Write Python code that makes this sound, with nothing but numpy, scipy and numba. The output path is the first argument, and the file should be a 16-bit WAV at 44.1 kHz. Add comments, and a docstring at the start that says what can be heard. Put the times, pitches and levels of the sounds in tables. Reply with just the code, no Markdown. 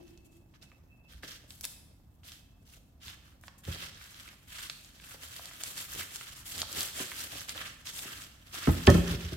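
"""A low ring dies away over rumble and a faint whine while hands peel sticky tape in a shed.
Later they slide a roll into a bubble-film pouch and drop it on a plywood bench.
Film and tape crease in thousands of tiny damped clicks, some in loud snaps; padded rubs are low clicks.
Blows ring the modes of the bench top; a diffuse noise tail is the echo; filtered noise is the shed."""
import sys
import numpy as np
from scipy import signal
from scipy.fft import rfft, irfft
from scipy.io import wavfile
from scipy.ndimage import uniform_filter1d, map_coordinates
from numba import njit

SR = 44100
rng = np.random.default_rng(int(sys.argv[2]) if len(sys.argv) > 2 else 0)


def volts_from_db(level):
    """Convert decibel levels to linear amplitude ratios."""
    exponent = np.asarray(level, float) / 20
    return 10 ** exponent


def put_to_file(sound):
    """Save the sound as 16-bit audio at rate SR, in the file named by the first command-line argument."""
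    columns = np.atleast_2d(sound).T  # one column per channel
    safe = np.clip(columns, -1, 1)
    whole_steps = np.round(safe * 32767)
    wavfile.write(sys.argv[1], SR, whole_steps.astype(np.int16))


N = 412776
TIME = np.arange(N) / SR


def level(x, rms_db):
    """Scale to an rms level."""
    return x * volts_from_db(rms_db) / np.sqrt(np.mean(x ** 2))


def colour_db(table, hz):
    """Read a spectrum on a log-frequency axis."""
    table_hz, db = np.transpose(table)
    return np.interp(np.log(hz), np.log(table_hz), db)


def tint(x, db_of_hz):
    """Filter by a smooth gain curve."""
    hz = np.maximum(np.fft.rfftfreq(N, 1 / SR), 1)
    return irfft(rfft(x) * volts_from_db(db_of_hz(hz)), N)


def noise_pair(apart_hz, count):
    """Spectra of left and right noise: alike in the bass, unrelated in the treble."""
    hz = np.maximum(np.fft.rfftfreq(count, 1 / SR), 1)
    mid, side = rfft(rng.standard_normal((2, count)))
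    share = hz / np.hypot(hz, apart_hz)
    left_right = mid + share * side * np.array([[1], [-1]])
    return hz, left_right / np.sqrt(1 + share ** 2)


def wander(rate_hz):
    """Slow chance of rms 1: noise averaged twice over 1 / rate_hz."""
    k = int(SR / rate_hz)
    smooth = uniform_filter1d(uniform_filter1d(rng.standard_normal(N), k), k)
    return level(smooth, 0)


def swells(start_s, length_s, peak_db, rest_db):
    """Power of each arch-shaped stroke, with a resting level as last row; one column a ms."""
    # lean < 1 puts the top early; small roundness starts and stops abruptly
    lean, roundness = 0.87, 0.88
    since_s = np.arange(0, N / SR + 0.002, 0.001) - start_s[:, None]
    phase = np.clip(since_s / length_s[:, None], 0, 1) ** lean
    arch = np.abs(np.sin(np.pi * phase)) ** roundness * (since_s < length_s[:, None])
    return np.vstack([volts_from_db(peak_db)[:, None] * arch, volts_from_db(rest_db) + 0 * arch[:1]]) ** 2


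def each_sample(per_ms):
    """Spread a control with one value a ms over the samples."""
    return np.interp(TIME * 1000, np.arange(len(per_ms)), per_ms)


def total_db(power):
    """Level of all swells together."""
    return each_sample(10 * np.log10(power.sum(axis=0)))


@njit
def ring(start_s, hz, t60_s, size, count):
    """Damped sine for every grain, started between samples."""
    out = np.zeros(count)
    for g in range(len(start_s)):
        s = 2j * np.pi * hz[g] / SR - np.log(1000) / (t60_s[g] * SR)
        i = int(np.ceil(start_s[g] * SR))
        z, p = size[g] * np.exp(s * (i - start_s[g] * SR)), np.exp(s)
        for k in range(max(i, 0), min(i + int(t60_s[g] * SR), count)):
            out[k] += z.imag
            z *= p
    return out


def heard(start_s, hz, t60_s, size, place, lag_ms):
    """Grains at both ports: the place of each (-1..1) sets which port hears it sooner."""
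    hz = np.minimum(hz, 17000.0)
    ports = [ring(start_s + lag_ms / 1000 * (1 + side * place), hz, t60_s, size, N) for side in (-1, 1)]
    return np.array(ports)


def shed():
    """Rumble and hiss of the building, a thin wavering whine and a fading low ring."""
    # air spectrum: hz, level_db (per Hz)
    air_colour = [(15, -32), (25, 0), (64, 5.5), (108, 1), (301, -10), (463, -32), (695, -20.5),
                  (2220, -35), (2610, -55), (3920, -67), (10700, -45.5), (12900, -34), (16000, -40)]
    # spells of the whine: start_s, length_s, level_db
    whine_spells = [(-.2, 0.76, -72), (.6, 0.2, -68.5), (.88, 0.18, -68), (1.03, .09, -66.5),
                    (2.35, 0.34, -79)]
    whine_hz, whine_width_hz = 2624, 28.0
    hum_hz, hum_width_hz, hum_start_db, hum_t60_s = 336, 15.0, -54.5, 1.4
    hz, pair = noise_pair(610.0, N)
    air = level(irfft(pair * volts_from_db(colour_db(air_colour, hz)), N), -58.5)
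    air = air * volts_from_db(0.4 * wander(11.0))
    whine = level(irfft(pair / (1 + ((hz - whine_hz) / whine_width_hz) ** 2), N), 0)
    whine = whine * volts_from_db(total_db(swells(*np.transpose(whine_spells), rest_db=-91)))
    hum = level(irfft(pair / (1 + ((hz - hum_hz) / hum_width_hz) ** 2), N), 0)
    hum = hum * volts_from_db(hum_start_db - 60 * TIME / hum_t60_s)
    return air + whine + hum


def echo(x, low_t60_s, high_t60_s, split_hz, first_ms, wet_db):
    """Sheet walls return a diffuse tail; the treble dies sooner."""
    count = SR
    t = np.arange(count) / SR
    hz, pair = noise_pair(1000.0, count)
    low = 1 / (1 + (hz / split_hz) ** 2)
    low_tail = irfft(pair * low, count) * volts_from_db(-60 * t / low_t60_s)
    high_tail = irfft(pair * (1 - low), count) * volts_from_db(-60 * t / high_t60_s)
    tail = (low_tail + high_tail) * np.clip(1000 * t / first_ms, 0, 1)
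    tail = tail / np.sqrt(np.mean(np.sum(tail ** 2, axis=1)))  # unit energy
    return volts_from_db(wet_db) * signal.fftconvolve(x.mean(axis=0)[None], tail, axes=1)[:, :N]


def bench(scatter_db, spot_db, detune):
    """Each blow rings all plate modes; a harder contact favours the upper ones."""
    # blows: start_s, strength_db (before a 17 dB cut), hardness_db_per_octave, spot_hz (favoured modes)
    blows = [(1.141, -50.5, -8, 65), (1.232, -44, 2.5, 700), (3.061, -48.5, -4, 85), (3.656, -45, -7, 81),
             (3.677, -28, -2, 95), (6.558, -46, 0, 80), (6.77, -39.5, 1, 80), (7.001, -42, 5.5, 250),
             (8.05, -47.5, 4.5, 207), (8.674, -12.5, 0.5, 236), (8.688, -16, 0.5, 85.5),
             (8.745, -30, 0, 75), (8.876, -5, 2.2, 83), (8.891, -15, 3.5, 168.1), (8.945, -13, 0, 166),
             (8.98, -21, 0.5, 69), (9.1, -25, -3, 90), (9.139, -25, -4.5, 145), (9.244, -36.5, -9, 93),
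             (9.32, -28, -4, 310)]
    # bench-top modes: hz, level_db, t60_s
    modes = [(61.6, -5, 0.25), (84.3, -2, 0.14), (117.6, -2, 0.14), (167.6, -3.5, 0.33), (222, -6, 0.19),
             (269.7, -5.5, 0.14), (327.3, -9.5, 0.37), (378.5, -1.5, 0.17), (514, -8, 0.14),
             (619, -11.5, 0.18), (763, -7, 0.065), (891, -13.5, 0.11), (1036, -13.5, 0.14),
             (1300, -12.5, 0.11), (1540, -20, 0.1294), (1790, -13, 0.085)]
    start_s, strength_db, hard_db, spot_hz = np.transpose(blows)[:, :, None]
    # every mode is a close trio, so rings beat and break up
    hz, mode_db, t60_s = np.repeat(modes, 3, axis=0).T[:, None, :]
    count = 3 * len(modes)
    chance = rng.standard_normal((len(blows), 3, count))
    spot = spot_db * np.exp(-(np.log2(hz / spot_hz) / 0.35) ** 2)
    hardness = hard_db * np.log2(hz / 160)
    size = volts_from_db(strength_db - 17.0 + mode_db + spot + hardness + scatter_db * chance[:, 0])
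    size = size * (-1) ** (np.arange(count) // 3)  # neighbouring modes start in opposite directions
    hz = hz * (1 + detune * np.log2(hz / 40) * chance[:, 1])  # upper modes scatter more
    t60_s, start_s = t60_s + 0 * hz, start_s + 0 * hz
    place = np.tanh(chance[:, 2])
    return heard(start_s.ravel(), hz.ravel(), t60_s.ravel(), size.ravel(), place.ravel(), 0.3007)


def creases(colour, level_db, tilt_db, flurry_db, per_s, cycles, scatter_db, patchy_db):
    """Dense buckling clicks all over the sheet, uneven in size, each ringing briefly and shaped by a given
    spectrum."""
    patches_per_s = 14
    chance = rng.random((int(per_s * N / SR), 5)).T
    at = (chance[0] * N).astype(int)
    start_s = chance[0] * N / SR
    low, high = colour[1][0], colour[-2][0]
    hz = low * (high / low) ** chance[1]
    # the part of the sheet under the fingers changes, and with it the favoured pitches
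    patches = rng.standard_normal((int(patches_per_s * N / SR) + 2, 24))
    patch = map_coordinates(patches, [start_s * patches_per_s, 2 * np.log2(hz / low)], order=1)
    uneven = volts_from_db(2 * scatter_db * chance[2] ** 3 + flurry_db[at] + patchy_db * patch)
    # high clicks are shorter and spread wider, so each must be larger
    size = hz * uneven * np.sign(chance[3] - 0.5)
    place = 2 * chance[4] - 1

    def play(grain_size):
        clicks = heard(start_s, hz, cycles / hz, grain_size, place, 0.2816)
        return tint(clicks, lambda f: colour_db(colour, f))

    stroke = volts_from_db(level_db[at] + tilt_db[at] * np.log2(hz / np.sqrt(low * high)))
    # steady clicks have rms 1, so level_db is an rms level
    return play(size * stroke) / np.std(play(size))


def rubs(flurry_db):
    """Padded rubs against roll and bench: sparse low clicks over hands lying on the roll."""
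    # spectrum: hz, level_db (per Hz)
    rub_colour = [(40, -22), (75, 4), (130, -3), (300, -2), (540, -1.5), (850, -3), (1500, -7)]
    # rubs: start_s, length_s, level_db
    rub_strokes = [(-.05, 0.091, -55), (1.218, 0.099, -59.5), (3.676, .21, -56), (5.1, 0.08, -67),
                   (5.3, 0.63, -65), (5.933, 0.093, -51.5), (6.532, 0.11, -48.5), (6.688, .16, -47.5),
                   (6.945, 0.099, -49), (7.1, 0.28, -59.5), (7.324, 0.0434, -49), (7.48, 0.24, -58),
                   (7.85, 0.46, -61.5), (8.5, 0.16, -57.5), (8.6, 0.76, -52)]
    rub_db = total_db(swells(*np.transpose(rub_strokes), rest_db=-73))
    return creases(rub_colour, rub_db, 0 * TIME, flurry_db,
                   per_s=630, cycles=3.9, scatter_db=3.5, patchy_db=2.5)


def snaps(spread_oct, cycles, spray_ms, load_ms, tick_hz, tick_db, count=25):
    """A crease or glue thread loads for a moment and lets go: a sharp front, then weaker clicks."""
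    # snaps and hollow pops: start_s (of loading), peak_db, pitch_hz, brightness_db_per_octave
    snap_list = [(0.0786, -45, 6500, 4), (0.129, -61, 3500, 4), (0.1745, -43, 5840, 0),
                 (0.538, -53.5, 2530, -6), (0.6254, -39.5, 5500, -4), (0.7155, -46.5, 2520, -8),
                 (1.1333, -50, 1630, 4), (1.2318, -33, 1630, 6), (1.505, -33, 3440, 11),
                 (1.609, -23.5, 13600, -5), (1.6407, -26.5, 3450, 5), (1.6438, -26.5, 3600, 7),
                 (1.6507, -14.5, 11500, -5), (2.2326, -48, 3170, -6), (2.2856, -36, 3550, 6),
                 (2.3181, -32, 3750, 7), (3.0806, -28, 4020, 1), (3.411, -41, 12960, -2),
                 (3.436, -40, 1550, 3), (3.4791, -37.5, 1270, 4), (3.4805, -34.5, 5000, -7),
                 (3.65, -36.5, 3200, 11.5), (4.011, -43, 2400, -3), (4.04, -38, 6200, -2.5),
                 (4.2877, -36, 2820, 9), (4.5846, -32, 4260, -4), (4.6972, -18.5, 3640, 5),
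                 (4.846, -43, 3430, 18), (4.998, -45.5, 1640, 17), (5.039, -37, 2960, -2),
                 (5.142, -42, 540, 4), (5.393, -41.5, 655, 10), (5.4553, -27, 5000, 10),
                 (5.5103, -37.5, 2060, -3), (5.609, -35, 1660, 9), (5.6349, -14.5, 7200, 2),
                 (5.7772, -23, 4900, 8), (5.9346, -23.5, 7360, 6), (6.1582, -20.5, 6600, 6),
                 (6.1655, -26, 7040, 4), (6.2098, -33.5, 2940, -9), (6.4791, -32, 8500, -3),
                 (6.5789, -24, 4480, 5), (6.5896, -27, 2920, 9), (6.6165, -12.5, 4700, 4.5),
                 (6.628, -32.5, 1350, -4), (6.727, -21, 7150, 8), (6.8057, -15, 4870, 10.5),
                 (6.812, -35, 4740, 8), (6.8294, -14.5, 8800, 6), (7.116, -27.5, 2200, 3),
                 (7.4921, -19.5, 4424, 10), (7.8708, -27.5, 3400, 8), (7.99, -27, 3630, 8),
                 (8.6714, -23.5, 1270, 7), (8.867, -14, 7500, .3), (8.8705, -5.5, 3230, 2),
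                 (8.9004, -13.5, 6200, 6), (8.9375, -43, 1840, 2.5)]
    start_s, peak_db, hz, bright_db = (np.repeat(c, count) for c in np.transpose(snap_list))
    chance = rng.random((len(snap_list), 3, count)).transpose(1, 0, 2).reshape(3, -1)
    rank = np.tile(np.arange(count), len(snap_list))
    # groups of five pitches, each group later and weaker
    late = rank // 5 / 2
    octaves = spread_oct * (rank % 5 - 2 + 0.6 * (chance[0] - 0.5))
    shape_db = -12 * np.sqrt(late) - 12 * np.abs(octaves)
    size = volts_from_db(peak_db + shape_db + bright_db * octaves) * (-1) ** rank
    hz = hz * 2 ** octaves
    start_s = start_s + (load_ms + spray_ms * late * (0.308 + chance[2])) / 1000
    spray = heard(start_s, hz, cycles / hz, size, 2 * chance[1] - 1, 0.03298)
    # the letting go itself is one bright tick
    front = rank == 0
    same = 0 * start_s[front]
    tick_size = volts_from_db(peak_db[front] + tick_db)
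    tick = heard(start_s[front], tick_hz + same, 2 / tick_hz + same, tick_size, same, 0.03492)
    # thin film moves no air at low pitch
    highpass = signal.butter(2, 450.0, "highpass", fs=SR, output="sos")
    return signal.sosfilt(highpass, spray + tick)


def handling():
    """Levels of creasing and fizz and the lean to small creases, from the strokes of the hands."""
    # strokes on film and tape: start_s, length_s, crease_db, fizz_db (over creasing, before a 3 dB lift)
    strokes = [(-.2, 0.4, -67.5, -6), (0.241, 0.036, -76, 10.5), (0.312, 0.093, -78.5, 6.5),
               (0.534, 0.042, -62.5, -20), (0.61, 0.057, -65, -4.5), (0.692, 0.017, -70, -3),
               (1.076, 0.13, -60.5, -7), (1.222, 0.047, -50, -8.5), (1.245, 0.14, -51, -5),
               (1.476, 0.14, -65.5, 6.5), (1.593, 0.18, -75, 18), (1.626, 0.034, -56.5, 12),
               (2.23, 0.19, -57, -3), (2.649, 0.15, -62, -3), (3, .16, -49, -7), (3.203, 0.16, -63.5, -11),
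               (3.42, 0.082, -68, 2), (3.578, 0.036, -73.5, 14.5), (3.6, 7.1, -61.5, -6),
               (3.633, .08, -51, -6), (3.689, 0.077, -43.5, -7), (3.749, 0.16, -42.5, -9.5),
               (3.884, 0.34, -55.5, -7), (4.086, 0.28, -53, -9), (4.47, 0.26, -47, -6.5),
               (4.653, 0.25, -65.5, 7), (4.976, 0.12, -59, -4), (5.06, .12, -50.5, -5.5),
               (5.152, 0.42, -52, -2.5), (5.427, 0.35, -52.5, -4.5), (5.59, .17, -48, -2.5),
               (5.73, .15, -45, -1.5), (5.871, 0.22, -47.5, -3), (5.961, 0.086, -41, -6.5),
               (6.071, 0.19, -52, 0), (6.182, 0.29, -52, -3.5), (6.446, 0.11, -50, 3),
               (6.531, 0.11, -43, 0), (6.666, 0.26, -41, -3), (6.755, 0.098, -40.5, 0.5),
               (6.928, 0.16, -42, -0.5), (7.064, 0.25, -44.5, -1.5), (7.279, .19, -45, -4.5),
               (7.474, 0.064, -44.5, -4.5), (7.532, .22, -40.5, -10.5), (7.845, .08, -43.5, -2),
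               (7.915, 0.14, -45, 1), (8.005, 0.29, -46, -7), (8.427, 0.14, -59.5, -8),
               (8.503, 0.26, -41, -7.5), (8.632, 0.49, -44.5, -4.5), (8.855, 0.14, -40.5, -7),
               (9.032, 0.14, -38.5, -10), (9.154, 0.22, -47, -8)]
    fidget_db, fidget_fizz_db, fizz_lift_db = -86, 0.5, 3.0  # fingers never quite rest
    # tight, fizzy film buckles in smaller creases; tilts in dB per octave
    tilt_per_fizz_db, even_fizz_db, tilt_top_db = 0.55, -3.5, 2.5
    # narrow tape creases smaller than the pouch, taken up at pouch_s
    tape_tilt_db, pouch_s = 2.5, 3.1
    start_s, length_s, crease_db, fizz_db = np.transpose(strokes)
    work = swells(start_s, length_s, crease_db, fidget_db)
    fizz = swells(start_s, length_s, crease_db + fizz_db + fizz_lift_db,
                  fidget_db + fidget_fizz_db + fizz_lift_db)
    tilt_db = tilt_per_fizz_db * (np.append(fizz_db, fidget_fizz_db) - even_fizz_db)
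    tilt_db = np.minimum(tilt_db, tilt_top_db)
    tilt_db = tilt_db + tape_tilt_db * np.append(start_s < pouch_s, True)
    mean_tilt_db = each_sample(tilt_db @ work / work.sum(axis=0))  # weighted by stroke power
    return total_db(work), total_db(fizz), mean_tilt_db


def glue_fizz(fizz_db, flurry_db):
    """Thin fizz of glue and wrinkles: dense, short, high clicks."""
    # spectrum: hz, level_db (per Hz)
    fizz_colour = [(3500, -12.5), (6000, -12), (7300, -6.5), (10900, -10), (12800, -5), (15500, -8.5)]
    return creases(fizz_colour, fizz_db, 0 * TIME, flurry_db,
                   per_s=6500, cycles=5.1, scatter_db=4.0, patchy_db=3.0)


def film_creases(work_db, tilt_db, flurry_db):
    """Rustle of dense small buckles, with sparse larger ones standing out of it."""
    # spectrum: hz, level_db (per Hz)
    film_colour = [(600, -18), (1050, -9), (1350, -4), (1700, -3), (2300, -6), (2700, -2.5), (3250, 0),
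                   (3900, -4), (4900, -4.5), (6500, -4.5), (9000, -29)]
    rustle = creases(film_colour, work_db, tilt_db, flurry_db,
                     per_s=4000, cycles=6.9, scatter_db=1.5, patchy_db=2.5)
    crackle = creases(film_colour, work_db - 7, tilt_db, flurry_db,
                      per_s=140, cycles=11.0, scatter_db=4.0, patchy_db=3.0)
    return rustle + crackle


def scene():
    """Hands and bench, their echo and the shed."""
    work_db, fizz_db, tilt_db = handling()
    # creases of all sizes run together in flurries some ms long
    flurry_db = 2.4 * wander(70.0)
    hands = film_creases(work_db, tilt_db, flurry_db) + glue_fizz(fizz_db, flurry_db) + rubs(flurry_db)
    hands = hands + snaps(spread_oct=0.57, cycles=13.2, spray_ms=4.0, load_ms=1.21,
                          tick_hz=8000.0, tick_db=-8)
    top = bench(scatter_db=4.0, spot_db=8.5, detune=0.01366)
    tail = echo(hands + 0.45 * top, low_t60_s=0.85, high_t60_s=0.62, split_hz=2300.0,
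                first_ms=2.0, wet_db=-4.5)
    return hands + top + tail + shed()


def band_limit(x):
    """A steep low-pass at the top of the band."""
    return signal.sosfilt(signal.butter(12, 16680, fs=SR, output="sos"), x)


def record(dry):
    """Small stereo microphone: ports differ a little in colour; deepest bass and top are cut."""
    # port colour: hz, left_minus_right_db
    port_colour = [(60, -1.5), (110, -0.5), (200, 0.5), (380, -2.5), (700, -2.5), (1290, -2.5),
                   (2380, -1.5), (4400, -4), (8120, 1), (15000, 5.5)]
    ports = tint(dry, lambda f: np.outer([0.5, -0.5], colour_db(port_colour, f)))
    ports = signal.sosfilt(signal.butter(2, 38.0, "highpass", fs=SR, output="sos"), ports)
    ports = signal.sosfilt(signal.ellip(8, 0.2, 60, 15900, fs=SR, output="sos"), ports)
    return band_limit(ports)


dry = scene()
out = record(dry)
put_to_file(out)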